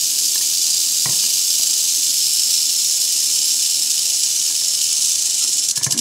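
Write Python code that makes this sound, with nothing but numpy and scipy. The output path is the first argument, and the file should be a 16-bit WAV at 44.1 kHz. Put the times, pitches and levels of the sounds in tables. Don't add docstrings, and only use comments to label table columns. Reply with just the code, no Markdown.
import sys
import numpy as np
from scipy import signal
from scipy.fft import rfft, irfft, next_fast_len
from scipy.io import wavfile
from scipy.ndimage import uniform_filter1d

SR = 44100
rng = np.random.default_rng(int(sys.argv[2]) if len(sys.argv) > 2 else 0)


def file_out(sig):
    cols = np.atleast_2d(sig).T
    lim = np.clip(cols, -1, 1)
    pcm = np.round(lim * 32767).astype(np.int16)
    wavfile.write(sys.argv[1], SR, pcm)


def voltage_ratio(level):
    return 10 ** (np.asarray(level, float) / 20)


N = 264776

# time in seconds, effort in dB, how far the 5.3 kHz shell faces the
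# microphone in dB.
SHAKING = [(0, -18.5, -13.5), (.7, -17.5, -12), (1.3, -17, -12.5), (1.95, -17.5, -13), (2.15, -17, -10.5),
           (3.3, -17.5, -10.5), (4, -17.5, -10.5), (4.7, -18.5, -11), (4.85, -17, -11), (4.97, -18.5, -12),
           (5.07, -15.5, -13), (5.17, -18.5, -12.5), (5.55, -17.5, -11.5), (5.63, -18.5, -10.5),
           (5.68, -22.5, -13.5)]


def evened(x):
    return x / np.sqrt(np.mean(x ** 2) + 1e-20)


def read(points, hz):
    f, value = np.transpose(points)
    return np.interp(np.log(hz + 1), np.log(f + 1), value)


def columns(rows):
    s, *rest = np.transpose(rows)
    return [np.interp(np.arange(N) / SR, s, column) for column in rest]


def add(mix, s, sound):
    part = mix[round(s * SR):][:len(sound)]
    part += sound[:len(part)]


def coloured(x, points):
    size = next_fast_len(N + 4096)
    gain = voltage_ratio(read(points, np.fft.rfftfreq(size, 1 / SR)))
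    return irfft(rfft(x, size) * gain, size)[..., :N]


def butter(x, order, hz, kind):
    return signal.sosfilt(signal.butter(order, hz, kind, fs=SR, output="sos"), x)


def drift(hz):
    size = int(SR / hz)
    return evened(uniform_filter1d(uniform_filter1d(rng.standard_normal(N), size), size))


def ring(hz, t60, count=6000):
    t = np.arange(count) / SR
    return voltage_ratio(-60 * t / t60) * np.sin(2 * np.pi * hz * t)


def tail(t60, start_s, channels=2):
    at = np.arange(0, 12000, 10) + rng.integers(0, 10, (channels, 1200))
    taps = np.zeros((channels, 12000))
    np.put_along_axis(taps, at, rng.choice([-1., 1.], at.shape), 1)
    t = np.arange(12000) / SR
    taps *= voltage_ratio(-60 * t / t60) * (t > start_s)
    return taps / np.linalg.norm(taps[0])


def strokes():
    # first hard stroke in seconds, gap in
    # seconds, peak in dB, weak stroke in dB, settling in dB against the peak.
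    twitches = [
        (5.699, 0.013, -3.5, 3, -33),
        (5.768, 0.0096, -4, -0.5, -16),
        (5.833, 0.012, -2, -22, -2.5),
        (5.911, 0.013, -1, -23, -13),
        (5.979, 0.012, -3, -35, -3),
    ]
    strokes_per_s, slowing_per_s, lull = 85., 1.5, 0.44
    tire_s, stop_s = 4.9, 5.685
    stroke_s, settle_s = 0.0036, 0.031
    rest_db = -29
    t = np.arange(N) / SR
    tired = np.clip((t - tire_s) / (stop_s - tire_s), 0, 1)
    throbs_per_s = 28. + (14.98 - 28.) * tired ** 2
    throb_db = 1.55 + (4 - 1.55) * tired

    turns = np.cumsum((strokes_per_s - slowing_per_s * t) * (1 + 0.07 * drift(hz=30.))) / SR
    phase = 2 * np.pi * turns
    whip = 1 + lull * np.cos(phase - np.cos(phase))
    each_stroke_db = 0.81 * rng.standard_normal(1000)
    strength_db = uniform_filter1d(each_stroke_db[(turns + .5).astype(int)], 100)
    swells = np.cumsum(throbs_per_s * (1 + 0.1482 * (1 - tired) * drift(hz=10.2))) / SR
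    swells += .65 - swells[round(stop_s * SR)]
    throb = throb_db * np.cos(2 * np.pi * swells) + 0.1 * drift(hz=45.)
    even = whip * voltage_ratio(strength_db + throb)
    even *= voltage_ratio(columns(SHAKING)[0]) / np.sqrt(uniform_filter1d(even ** 2, 5000))
    out = even * np.clip((stop_s - t) / 0.0053, 0, 1) + voltage_ratio(rest_db)

    for s, gap, db, weak_db, settle_db in twitches:
        for at, strength in ((s - gap * 0.8, voltage_ratio(weak_db)), (s, 1), (s + gap, voltage_ratio(2.1))):
            out += voltage_ratio(db - 9.5) * strength * np.exp(-((t - at) / stroke_s) ** 2)
        from_middle = abs(t - s - gap - settle_s / 2) / (settle_s * 0.43)
        out += voltage_ratio(db - 18.5 + settle_db) * np.exp(-np.minimum(from_middle, 9) ** 4)
    return out


def shells(clicks):
    # pitch in Hz, width in Hz, level in dB.
    shell_rings = [(3028, 240, 16), (4200, 99, -2), (4833, 264, -7), (5360, 280, 4), (5884, 204, -5),
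                   (6410, 190, -5), (6866, 95, 11), (7555, 92, 7), (8130, 72, -37), (9480, 21, -17),
                   (10090, 45, 25), (12000, 180, -20), (12700, 300, 0), (13700, 180, -12)]
    facing_db = columns(SHAKING)[1]
    facing_db = facing_db - facing_db.mean()
    hidden_db = -11.5 * (np.arange(N) / N - .5)
    segment = rng.integers(0, 4, N)
    out = np.zeros(N)
    for k, (hz, width, db) in enumerate(shell_rings):
        shell = ring(hz, 3.2 / width, count=1500)
        shell *= 4 / abs(shell).sum()
        turned_db = facing_db * (2.4 * (abs(hz - 5330) < 250) - 1.3 * (abs(hz - 6400) < 250))
        turned_db = turned_db + hidden_db * (abs(hz - 4800) < 200)
        loud = voltage_ratio(turned_db + 1.43 * drift(hz=6.6))
        out += voltage_ratio(0.14 * db - 2.5) * loud * signal.oaconvolve(clicks * (segment == k % 4), shell)[:N]
    return out


def rattle():
    # frequency in Hz, level in dB per Hz.
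    click_colour = [(900, -58), (1900, -41), (2180, -41), (2300, -19.5), (2650, -19), (2950, -15),
                    (3450, -10), (4200, -8.5), (5300, -3.5), (7700, -0.5), (9000, -6.5), (12100, -14),
                    (14000, -15.5), (16500, -16.5)]
    # delay in seconds, level in dB.
    echoes = [(.00075, -26), (.00112, -28), (.00187, -55), (.00376, -20.5)]
    clicks_per_s = 8000.
    size = voltage_ratio(1.73 * np.minimum(rng.exponential(1, N), 4))
    size *= (rng.random(N) < clicks_per_s / SR) * rng.choice([-1, 1], N)
    force = strokes()
    clicks = evened(size) * force
    out = voltage_ratio(-2.0) * clicks + shells(clicks)

    path = np.zeros(400)
    path[0] = 1
    for s, db in echoes:
        path += voltage_ratio(db) * np.sinc(np.arange(400) - s * SR)
    out = coloured(signal.oaconvolve(out, path)[:N], click_colour)

    top = signal.sosfiltfilt(signal.butter(6, 11400., "high", fs=SR, output="sos"), out)
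    low = signal.sosfiltfilt(signal.butter(2, 5000., "low", fs=SR, output="sos"), out)
    top_db = 1. - 8. * (np.arange(N) / N) ** 2
    top_db += 0.13 * 20 * np.log10(force / force.mean())
    out += top * (voltage_ratio(top_db + 1.06 * drift(hz=90.)) - 1) + low * (voltage_ratio(0.99 * drift(hz=99.0)) - 1)
    return evened(out) * np.sqrt(np.mean(clicks ** 2)) * voltage_ratio(-2.0)


def scattered(x, t60, start_s):
    turn = 2 * np.pi * 2.3 * np.arange(N) / SR
    shifting = x * np.array([np.cos(turn), np.sin(turn)])
    return signal.fftconvolve(shifting, tail(t60, start_s), axes=1)[:, :N].sum(0)


def snake_in_room():
    # frequency in Hz, level in dB.
    wall_colour = [(3000, -7), (8000, -0.5), (11000, 3.5), (16000, -8)]
    # frequency in Hz, level in dB.
    side_colour = [(60, -19), (130, -10), (290, -6), (640, -1), (1410, -49), (3100, -24), (6820, -19.5),
                   (15000, -6.5)]
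    snake = rattle()
    walls = coloured(scattered(snake, t60=0.089, start_s=0.0041), wall_colour)
    side = scattered(snake, t60=0.1, start_s=0) + voltage_ratio(-17.0) * scattered(snake, t60=.2, start_s=0.0036)
    side = coloured(side, side_colour)
    balance = voltage_ratio([[-.45], [.45]])
    return (snake + voltage_ratio(-8.5) * walls) * balance + voltage_ratio(-3.0) * side * np.array([[1], [-1]])


def hum():
    # frequency in Hz, level in dB per Hz.
    hum_colour = [(24, -54), (40, -28), (59, -39), (73, -21), (86, -9.5), (139, -4), (173, -12),
                  (270, -2.5), (378, -4.5), (409, -14), (563, -6.5), (838, -11.5), (1460, -11.5),
                  (1800, -8.5), (2340, -8.5), (3960, -120)]
    # frequency in Hz, likeness from 0 to 1.
    likeness = [(60, 0.98), (130, 0.91), (290, 0.7), (640, 0.47), (1410, 0.53), (3100, 1.0), (6820, 0.99),
                (15000, 0.88)]
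    frames, hz = N // 256 + 5, np.fft.rfftfreq(1024 * 2, 1 / SR)
    a, b, c, d, patches = rng.standard_normal((frames // 2, 1025, 5)).T
    patches = evened(uniform_filter1d(uniform_filter1d(patches, 10, 0), 6, 1))
    same = np.clip(read(likeness, hz), -1, 1)[:, None]
    left = a + 1j * b
    right = same * left + np.sqrt(1 - same ** 2) * (c + 1j * d)
    z = np.array([left, right]) * voltage_ratio(read(hum_colour, hz)[:, None] + 1.5 * patches)
    return voltage_ratio(-46.5) * evened(signal.istft(z, nperseg=2048, noverlap=1536)[1][:, :N])


def knocks():
    # start in seconds, tick in dB, weight (boom against the tick) in dB,
    # boom pitch in Hz, tick ring in Hz.
    hits = [(0.356, -25.5, -29, 132, 1740), (0.41, -29, -30, 195, 1850), (1.057, -18.5, -9, 145, 1940),
            (1.088, -31, 1, 139, 1880), (1.13, -35, -4, 171, 1730), (1.236, -34.5, -8, 215, 1680),
            (1.594, -35, -5, 303, 697), (4.503, -36.5, -10, 314, 1750), (4.617, -37, -17, 213, 1730),
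            (5.445, -36, -4, 325, 1340), (5.773, -29.5, -5, 146, 1680), (5.812, -29, -10, 128, 1710),
            (5.864, -21.5, -1.5, 139, 1680), (5.926, -33.5, -1, 145, 1700), (5.944, -34, 9, 263, 1670),
            (5.965, -36.5, 14, 266, 1700), (5.987, -34.5, 9, 280, 1800)]
    # pitch in Hz, level in dB, t60 in seconds.
    sheet_modes = [(354, -12, 0.054), (458, -14, 0.075), (768, -10, 0.04), (1012, 6.5, 0.012),
                   (1340, -10.5, 0.031), (2090, -11, 0.052), (2280, 1.5, 0.017)]
    out = np.zeros(N)
    t = np.arange(6000) / SR
    scuffs = .008 * rng.standard_normal((len(hits), 3000)) * np.exp(-t[:3000] / .015)
    scuffs[:, 0] += 1
    for (s, db, boom_db, boom_hz, tick_hz), scuff in zip(hits, scuffs):
        sheet_db = 0.34 * min(boom_db, -9.)
        sheet = sum(voltage_ratio(mode_db + sheet_db) * ring(hz, t60) for hz, mode_db, t60 in sheet_modes)
        sheet += voltage_ratio(-3.0) * ring(tick_hz, 0.027)
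        sheet *= 1 - np.exp(-t / 0.0015)
        tick = signal.oaconvolve(sheet, scuff)[:6000]
        boom = ring(boom_hz, 6.5 / boom_hz) * (1 - np.exp(-t / .012))
        add(out, s, voltage_ratio(db + 6.0) * tick + voltage_ratio(db + boom_db + 20.0) * boom)
    return butter(out, 4, 80., "high")


def slides():
    # start in seconds, length in seconds, level in dB,
    # ring in Hz.
    drags = [
        (5.407, 0.054, -47, 1326),
        (5.769, 0.071, -42, 1710),
        (5.864, 0.018, -31.5, 1746),
        (5.927, 0.019, -37, 1725),
    ]
    out, t = np.zeros(N), np.arange(6000) / SR
    for (s, length, db, hz), grit in zip(drags, rng.standard_normal((len(drags), 6000))):
        waver = evened(uniform_filter1d(grit, 150))
        drag = np.sin(2 * np.pi * np.cumsum(hz + 20.0 * waver) / SR)
        drag *= voltage_ratio(2.5 * np.roll(waver, 3000) + 0.5)
        fade = np.clip(np.minimum(t, length - t) / 0.0045, 0, 1)
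        add(out, s, voltage_ratio(db) * drag * fade)
    return out


def tongs_in_room():
    taps = knocks() + slides()
    room, apart = signal.fftconvolve(taps[None], tail(t60=0.36, start_s=0.0074), axes=1)[:, :N]
    room = butter(room, 2, [230., 800.], "band")
    apart = butter(apart, 2, 450., "high")
    return taps + voltage_ratio(2.5) * room + voltage_ratio(-12.0) * apart * np.array([[1], [-1]])


def scene():
    return snake_in_room() + tongs_in_room() + hum()


def top_cut(x):
    return signal.sosfilt(signal.butter(12, 16240, fs=SR, output="sos"), x)


def record(dry):
    limited = .95 * np.tanh(dry / .95)
    edge = signal.firwin(1535, 15730, window=("kaiser", 7), fs=SR)[None]
    return top_cut(signal.oaconvolve(limited, edge, "same"))


dry = scene()
out = record(dry)
file_out(out)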